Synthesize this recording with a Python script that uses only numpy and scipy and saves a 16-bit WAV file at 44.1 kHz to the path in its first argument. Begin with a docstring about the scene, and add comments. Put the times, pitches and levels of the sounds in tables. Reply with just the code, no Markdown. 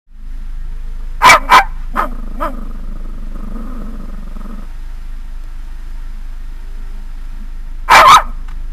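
"""A parked car with its door open, by a walled yard. A small dog barks twice, gruffs twice and growls;
later it barks again and yelps. Its voice is rough vocal fold pulses through throat and mouth resonances,
so close that the barks overload the microphone; cabin and yard answer briefly. A faint whine precedes
the first and last barks; a short falling tone rings on after the second, like the yard's echo.
Underneath, an idling engine hums, rumbles and whirrs in time with its firings."""
import sys
import numpy as np
from scipy import signal
from scipy.fft import rfft, irfft, next_fast_len
from scipy.io import wavfile
from scipy.ndimage import uniform_filter1d

SR = 44100
rng = np.random.default_rng(int(sys.argv[2]) if len(sys.argv) > 2 else 0)


def persist_wave(psi):
    """Save psi, clipped to +-1, as 16-bit WAV."""
    counts = np.round(np.clip(psi, -1, 1) * 32767).astype(np.int16)
    wavfile.write(sys.argv[1], SR, np.atleast_2d(counts).T)


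N = 384552
T = np.arange(N) / SR
TOP_HZ = 14400
REST_HZ = 234.63  # slack folds
BARK_MOUTH, GRUFF_MOUTH = 0.98, 0.77  # widest opening, 0-1

LOW_REGISTER_HZ, HIGH_REGISTER_HZ, BREAK_S = 489.72, 786, 0.008
ATTACK_DB, CATCH_DB, CATCH_S = 27, 9, 0.0019  # rise, then a jump as the folds catch
SWELL_DB, EASE_DB, RELEASE_DB = 5, 4.5, 26  # arch of the hold, drop as the push ends, tail
ONSET_ROUGH, CLEARING_S = 0.92, 0.012
SHRILL_DECAY_S, SHRILL_REST_DB = 0.032, -12.5
# Barks: full voice t/s, attack/s, hold/s, release/s, level/dB, break delay/s, sag/(Hz/s),
# roughness/0-1, tail roughness/0-1, shrill peak/dB
BARK_EVENTS = [(1.243, .038, 0.094, 0.053, 4, 0.05, 3004, 0.57, .42, 4.5),
               (1.517, .04, 0.07, 0.044, 2, .068, 400, 0.69, 0.13, -4.5),
               (7.908, .032, 0.11, 0.089, 2.5, .04, 1787, .82, .15, -4)]


def bark(attack_s, hold_s, release_s, db, break_s, sag_hz_per_s, rough, tail_rough, shrill_db):
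    """The folds start hoarse and low, break shrilly into a high register, then sag and clear."""
    t = np.arange(-attack_s, hold_s + release_s, 1 / SR)
    rise, held, fall = ramp(t, -attack_s, attack_s), ramp(t, 0, hold_s), ramp(t, hold_s, release_s)
    onset_db = ATTACK_DB * (1 - rise) ** 2.03 + CATCH_DB * (1 - ramp(t, -CATCH_S, CATCH_S))
    tail_db = EASE_DB * ramp(t, hold_s, CLEARING_S) + RELEASE_DB * fall ** 2.3
    level_db = db - onset_db - SWELL_DB * (1 - np.sin(np.pi * held)) - tail_db
    low_hz = REST_HZ + (LOW_REGISTER_HZ - REST_HZ) * np.sqrt(rise)
    high_hz = HIGH_REGISTER_HZ - sag_hz_per_s * np.maximum(t - break_s, 0)
    hz = low_hz + (high_hz - low_hz) * ramp(t, break_s - BREAK_S / 2, BREAK_S)
    stages_s = [-BREAK_S, 0, hold_s, hold_s + CLEARING_S]
    hoarse = np.interp(t, stages_s, [ONSET_ROUGH, rough, rough, tail_rough])
    since_break_s = np.maximum(t - break_s - BREAK_S, 0)
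    flare = ramp(t, break_s - BREAK_S, BREAK_S) * np.exp(-since_break_s / SHRILL_DECAY_S)
    flare_db = SHRILL_REST_DB + (shrill_db - SHRILL_REST_DB) * flare - tail_db - RELEASE_DB * fall
    return voice(t, hz, level_db, hoarse, flare_db, BARK_MOUTH)


# Throat resonances (mouth shut, part open, wide open; shrill edge): f/Hz, width/Hz, level/dB
SHUT_MODES = [(221.6, 75, -3.5), (618, 147, -4)]
MUZZLE_MODES = [(1052, 110, -0.5), (1185, 290, 5), (3140, 150, -12), (5000, 190, -19)]
OPEN_MODES = [(685, 154, -11), (1007, 404, 1.5), (1250, 295.4, -1.5), (1520, 330, -7.5)]
SHRILL_MODES = [(1947, 140, 1), (2270, 152, 3.5), (3660, 2000, -19)]
# Air past the teeth: f/Hz, density/dB
TEETH_SPECTRUM = [(1500, -36.5), (2500, -13), (3200, -3.5), (4100, -7.5), (5000, -7), (6200, -9),
                  (8500, -0.5), (10500, -2.5), (13000, 2.5), (15000, -6.5)]


def voice(t, hz, db, rough, shrill_db, widest, shut_hz=266.9, open_hz=371.4):
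    """The mouth opens as the pitch rises, moving the voice from low resonances to bright ones."""
    mouth = np.interp(hz, [shut_hz, open_hz], [0, widest])
    source = folds(hz, rough, jitter=0.08, shimmer_db=7, air=3.8, tilt=0.6)
    shut = hold_rms(resonate(source, SHUT_MODES))
    muzzle = undb(4) * np.sqrt(mouth) * hold_rms(resonate(source, MUZZLE_MODES))
    wide = hold_rms(resonate(source, OPEN_MODES))
    shrill = undb(shrill_db) * hold_rms(resonate(source, SHRILL_MODES))
    tone = hold_rms((1 - mouth) * (shut + muzzle) + mouth * wide + shrill)
    hiss_gain = (undb(-26) * (1 - mouth) + undb(-30) * mouth) * (0.5 + rough)
    hiss = hiss_gain * colour(noise(len(t)), TEETH_SPECTRUM)
    return (tone + hiss) * undb(db) * signal.windows.tukey(len(t), 0.006 * SR / len(t))


def folds(hz, rough, jitter, shimmer_db, air, tilt, pure_hz=1150):
    """Vocal fold pulses; roughness shakes their timing and size and adds a puff of air to each."""
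    size = len(hz)
    phase = 2 * np.pi * np.cumsum(hz * (1 + jitter * rough * walk(500, size))) / SR
    k = np.arange(1, 19)[:, None]
    slope = tilt + (hz / pure_hz) ** 4  # tight folds move more like a sine
    pulses = unit(np.sum(np.cos(k * phase) * k ** -slope * (k * hz < TOP_HZ), axis=0))
    puffs = noise(size) * (1 + np.cos(phase))
    return pulses * undb(shimmer_db * rough * walk(600, size)) + air * rough ** 2 * puffs


# Yelp contour: t/s, f/Hz, level/dB, roughness/0-1
YELP_CONTOUR = [(8.044, 965, -12, 0.49), (8.055, 1024, -6.5, 0.47), (8.108, 1102, 6.5, 0.33),
                (8.122, 1196, 2.5, 0.55), (8.15, 1264, 6.5, 0.37), (8.162, 979, -2, 1),
                (8.18, 803, -7.5, 0.12), (8.197, 609, -18, .35), (8.235, 449, -29.5, 0.6)]


def yelp(shrill_db=-14.5):
    """A high cry that climbs and drops away, shrill only while loud."""
    t = np.arange(YELP_CONTOUR[0][0], YELP_CONTOUR[-1][0], 1 / SR)
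    hz, db, rough = curves(YELP_CONTOUR, t)
    return voice(t, hz, db, rough, shrill_db + np.minimum(db, 0), BARK_MOUTH)


# Gruffs and low grumbles: peak t/s, rise/s, fall/s, level/dB, top f/Hz, roughness/0-1
GRUFF_EVENTS = [(1.44, .14, 0.17, -29, 280, .4), (1.988, .054, .125, -12, 422.8, 0.46),
                (2.436, .075, .125, -15.5, 344, 0.31), (8.288, 0.069, 0.0445, -34, 237, 0.52)]


def gruff(rise_s, fall_s, db, top_hz, rough, range_db=24.5, smooth_s=0.017):
    """A soft woof: pitch and level rise and fall with one push of effort."""
    t = np.arange(-rise_s, fall_s, 1 / SR)
    effort = np.interp(t, [-rise_s, 0, fall_s], [0, 1, 0])
    hz = uniform_filter1d(REST_HZ + (top_hz - REST_HZ) * effort ** 1.8, int(smooth_s * SR))
    level_db = db - range_db * (1 - effort) ** 1.25
    return voice(t, hz, level_db, rough, shrill_db=-26.5, widest=GRUFF_MOUTH)


# Runs of the growl: first beat t/s, end t/s, beat rate/Hz
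FLUTTER_RUNS = [(1.005, 1.05, 30), (2.12, 2.37, 26.1), (2.54, 3.03, 23.5), (3.052, 3.34, 22.2),
                (3.358, 3.74, 24.75), (3.765, 3.97, 22), (4.002, 4.65, 22.1)]


def growl(jitter_s=0.001):
    """The throat flutters in runs of nearly even beats."""
    out = np.zeros(N)
    for start_s, end_s, rate_hz in FLUTTER_RUNS:
        for at_s in np.arange(start_s, end_s, 1 / rate_hz):
            beat = flutter(at_s)
            add(out, at_s - len(beat) / SR / 2 + jitter_s * noise(1)[0], beat)
    return out


# Growl effort (tense beats run together): t/s, f/Hz, chest level/dB, snout level/dB, beat length/s
GROWL_EFFORT = [(1.03, 214.1, -47.5, -54, 0.024), (2.11, 242.6, -32.5, -42, .032),
                (2.3, 203.3, -33.5, -48, .024), (2.6, 254.4, -33, -44, 0.0421),
                (2.75, 210, -38.5, -48.5, 0.026), (3.1, 171.4, -38.5, -49, .031),
                (3.32, 189, -39.5, -54, 0.023), (3.36, 202.2, -33, -42, .034),
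                (3.51, 210.3, -32, -45, .026), (3.61, 259.5, -31.5, -44, .06),
                (3.85, 227.2, -34, -46, .058), (4.04, 195, -35.5, -48, 0.047),
                (4.22, 202.2, -36.5, -50, .022), (4.42, 190, -36, -44, 0.0292),
                (4.56, 214, -33.5, -46.5, 0.055), (4.64, 201.7, -41.5, -48, 0.053)]
# Low and upper growl resonances: f/Hz, width/Hz, level/dB
CHEST_MODES = [(238, 150, 0), (505, 160, -2.5)]
SNOUT_MODES = [(1146, 180, -0.5), (1243.3, 177, 1)]


def flutter(at_s, chest_trim_db=1, snout_trim_db=2, teeth_db=-18, sag=0.2268, uneven_db=1):
    """One growl beat: the throat opens and lets a few low pulses through, sagging in pitch."""
    hz, chest_db, snout_db, length_s = curves(GROWL_EFFORT, at_s)
    size = int(length_s * SR)
    glide = 1 + sag * np.linspace(0.5, -0.5, size) + 0.08 * noise(1)
    source = folds(hz * glide, rough=0.68, jitter=0.17, shimmer_db=6, air=4, tilt=0.8)
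    swell = signal.windows.tukey(size, 0.55) * undb(uneven_db * noise(1))
    chest = unit(resonate(source, CHEST_MODES))
    snout = unit(resonate(source, SNOUT_MODES)) + undb(teeth_db) * colour(noise(size), TEETH_SPECTRUM)
    return swell * (undb(chest_db + chest_trim_db) * chest + undb(snout_db + snout_trim_db) * snout)


# Snuffles: t/s, length/s, level/dB
SNUFFLE_EVENTS = [(1.718, 0.2, -45.5), (8.476, 0.025, -35.5), (8.502, 0.026, -39)]


def snuffle(length_s, db):
    """A short puff of air through the nose."""
    size = int(length_s * SR)
    spectrum_hz_db = [(700, 3.5), (1100, 9), (3000, -5), (5000, -13), (9000, -20.5), (14000, -21.5)]
    return colour(noise(size), spectrum_hz_db) * undb(db) * np.hanning(size)


# Three contours (whine; echo-like fall near 900 Hz after the second bark; whine): t/s, f/Hz, level/dB
THIN_TONE_CONTOURS = [
    [(.63, 303.2, -50.5), (.72, 427, -58), (.82, 501, -59.5), (.9, 448.5, -57.5), (.96, 528, -61),
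     (1.0, 430, -55.5), (1.05, 497, -60), (1.18, 468, -56.5)],
    [(1.62, 956, -24), (1.645, 890, -30), (1.675, 833, -37)],
    [(6.55, 338.6, -60), (6.66, 387, -54), (6.76, 422, -55), (6.88, 383, -56), (6.95, 411.8, -56),
     (7.08, 320, -66)],
]


def thin_tone(contour, waver=0.0095, octave_db=-13):
    """A thin, nearly pure gliding tone."""
    t = np.arange(contour[0][0], contour[-1][0], 1 / SR)
    hz, db = curves(contour, t)
    phase = 2 * np.pi * np.cumsum(hz * (1 + waver * walk(60, len(t)))) / SR
    tone = unit(np.sin(phase) + undb(octave_db) * np.sin(2 * phase))
    return tone * undb(db) * signal.windows.tukey(len(t), 0.15)


def doorway(x, dip_hz=440, width_hz=170, depth=0.36):
    """A near reflection cancels part of the voice's low middle."""
    b, a = signal.iirpeak(dip_hz, dip_hz / width_hz, fs=SR)
    return x - depth * signal.lfilter(b, a, x)


def echoes(x, t60_s, delay_s, damp_hz):
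    """Dense, dulled reflections set in after a delay and die away."""
    t = T[:SR]
    lowpass = signal.butter(1, damp_hz, fs=SR, output="sos")
    tail = signal.sosfilt(lowpass, noise(SR)) * undb(-60 * t / t60_s) * (t > delay_s)
    passband_gain = np.sqrt(np.sum(tail ** 2) * SR / (np.pi * damp_hz))
    return signal.fftconvolve(x, tail / passband_gain)[:N]


# Idle (the whirr grows as the microphone nears the open door): t/s, hum/dB, rumble/dB, whirr/dB
IDLE_LEVELS = [(.3, -20.5, -47, -58), (1.1, -20.5, -51.5, -56.5), (2.8, -20.5, -37.5, -57.5),
               (3.8, -21.5, -37, -55.5), (4.9, -23, -45.5, -54.5), (5.4, -23, -46, -55),
               (5.9, -22.5, -46, -54.5), (7.2, -23, -45.5, -55), (7.8, -22.5, -46, -57),
               (8.4, -20.5, -43.5, -57.5)]
# Hum harmonics: multiple of the firing rate, level/dB
FIRING_ORDERS = [(1, -5.5), (2, -22.5), (3, -42), (4, -39), (5, -40), (6, -46.5), (8, -42.5), (10, -47)]
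# Engine bay noise: f/Hz, density/dB
RUMBLE_SPECTRUM = [(25, -3.5), (40, 2), (60, -13), (90, -13.5), (130, -10), (200, -10.5), (300, -14),
                   (400, -24.5), (550, -26), (800, -48)]
WHIRR_SPECTRUM = [(300, 1.5), (560, -23.5), (650, -7), (760, -4), (940, -4), (1100, -6), (1400, -3),
                  (1900, -5.5), (2400, -9.5), (3400, -12), (5000, -16.5), (8100, -21), (12000, -21.5),
                  (14400, -24.5)]
# Engine bay rings: f/Hz, width/Hz, level/dB
BAY_MODES = [(639, 21.2, -4.5), (924, 14, 1.5), (1195, 36.5, -7.5), (1344.6, 27, -0.5), (1623, 17, -3),
             (1847.5, 27.5, -2.5), (2444, 21, -10.5), (5040, 82, -15)]


def engine(firing_hz=25.9, broadband_db=6, throb=0.065, flicker_db=0.37):
    """Even firings make a deep hum; rumble and the whirr of belts and fan throb with them."""
    hum_db, rumble_db, whirr_db = curves(IDLE_LEVELS)
    phase = 2 * np.pi * np.cumsum(firing_hz * (1 + 0.011033 * walk(6.4))) / SR
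    hum = unit(sum(undb(db + 0.67 * k * walk(13)) * np.cos(k * phase) for k, db in FIRING_ORDERS))
    rumble = colour(noise(), RUMBLE_SPECTRUM) * undb(rumble_db)
    rings = unit(resonate(noise(), BAY_MODES))
    broadband = undb(broadband_db) * colour(noise(), WHIRR_SPECTRUM)
    whirr = (broadband + rings) * undb(whirr_db - flicker_db * walk(7.4))
    return hum * undb(hum_db) + (rumble + whirr) * (1 + throb * np.cos(phase))


# Cabin drone: t/s, level/dB
DRONE_LEVELS = [(.3, -51.5), (1.8, -47.5), (3.5, -56.5), (5, -66), (7.2, -61), (7.8, -56), (8.7, -49.5)]


def cabin_drone(hz=160):
    """A faint, slightly wavering tone inside the car."""
    tone = unit(np.sin(2 * np.pi * hz * T + 0.75 * walk(2.2)))
    return tone * undb(curves(DRONE_LEVELS)[0])


def knock(thud_db=-34, tick_db=-40, thud_s=0.018, tick_s=0.0017):
    """A faint knock on the microphone's case: a tiny tick over a dull thud."""
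    t = T[:SR // 10]
    thud = unit(resonate(noise(len(t)), [(80, 83, 6), (190, 200, -6)])) * np.exp(-t / thud_s)
    tick = noise(len(t)) * np.exp(-t / tick_s)
    return undb(thud_db) * thud + undb(tick_db) * tick


def undb(db):
    """Decibels to gain."""
    return 10 ** (np.asarray(db) / 20)


def unit(x):
    """Scale to rms 1."""
    return x / np.sqrt(np.mean(x ** 2) + 1e-18)


def hold_rms(x, window_s=0.022):
    """Hold a voice at rms 1 while its harmonics slide through the resonances."""
    return x / np.sqrt(np.abs(uniform_filter1d(x ** 2, int(window_s * SR))) + 1e-12)


def noise(size=N):
    """White noise."""
    return rng.standard_normal(size)


def walk(rate_hz, size=N):
    """Smooth random wander, spread near 1."""
    step = max(int(SR / rate_hz), 1)
    return 1.215 * uniform_filter1d(np.repeat(noise(size // step + 1), step), step)[:size]


def ramp(t, start_s, length_s):
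    """Linear rise from 0 to 1."""
    return np.clip((t - start_s) / length_s, 0, 1)


def curves(table, t=T):
    """Table columns, interpolated linearly in time."""
    times_s, *columns = np.transpose(table)
    return [np.interp(t, times_s, column) for column in columns]


def colour(x, spectrum):
    """Filter by (f/Hz, level/dB) points; rms 1."""
    hz, db = np.transpose(spectrum)
    size = next_fast_len(len(x))
    bins_hz = np.maximum(np.fft.rfftfreq(size, 1 / SR), 1)
    gain = undb(np.interp(np.log(bins_hz), np.log(hz), db, left=-90, right=-90))
    return unit(irfft(rfft(x, size) * gain, size)[:len(x)])


def resonate(x, modes):
    """Parallel resonances (f/Hz, nominal width/Hz, level/dB), each applied twice for steep skirts."""
    out = 0
    for hz, width_hz, db in modes:
        b, a = signal.iirpeak(hz, hz / (0.98 * width_hz), fs=SR)
        out = out + undb(db) * signal.lfilter(b, a, signal.lfilter(b, a, x))
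    return out


def add(out, start_s, x):
    """Mix x in at a time."""
    i = int(start_s * SR)
    out[i:i + len(x)] += x[:len(out) - i]


def scene(knock_s=5.438):
    """Dog, cabin, yard and engine, the same on both channels."""
    dog = growl()
    for at_s, attack_s, *shape in BARK_EVENTS:
        add(dog, at_s - attack_s, bark(attack_s, *shape))
    for at_s, rise_s, *shape in GRUFF_EVENTS:
        add(dog, at_s - rise_s, gruff(rise_s, *shape))
    add(dog, YELP_CONTOUR[0][0], yelp())
    for at_s, length_s, db in SNUFFLE_EVENTS:
        add(dog, at_s, snuffle(length_s, db))
    dog = doorway(dog)
    for contour in THIN_TONE_CONTOURS:
        add(dog, contour[0][0], thin_tone(contour))
    cabin = undb(-8.5) * echoes(dog, t60_s=0.068, delay_s=0.003, damp_hz=6220)
    yard = undb(-30.5) * echoes(dog, t60_s=0.56, delay_s=0.013, damp_hz=2000)
    mix = dog + cabin + yard + engine() + cabin_drone()
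    add(mix, knock_s, knock())
    return np.tile(mix, (2, 1))


def record(dry, fade_s=(0.065, 0.33), knee=4.5, side_db=-7, side_hz=5500):
    """The microphone fades in and flattens the barks; the treble flickers between the channels."""
    faded = dry * np.interp(T, fade_s, [0, 1])
    clipped = faded / (1 + np.abs(faded) ** knee) ** (1 / knee)
    highpass = signal.butter(6, side_hz, "high", fs=SR, output="sos")
    side = undb(side_db) * signal.sosfilt(highpass, clipped[0]) * walk(800)
    lowpass = signal.ellip(8, 0.05, 40, TOP_HZ, fs=SR, output="sos")
    return signal.sosfiltfilt(lowpass, clipped + np.array([side, -side]))


dry = scene()
out = record(dry)
persist_wave(out)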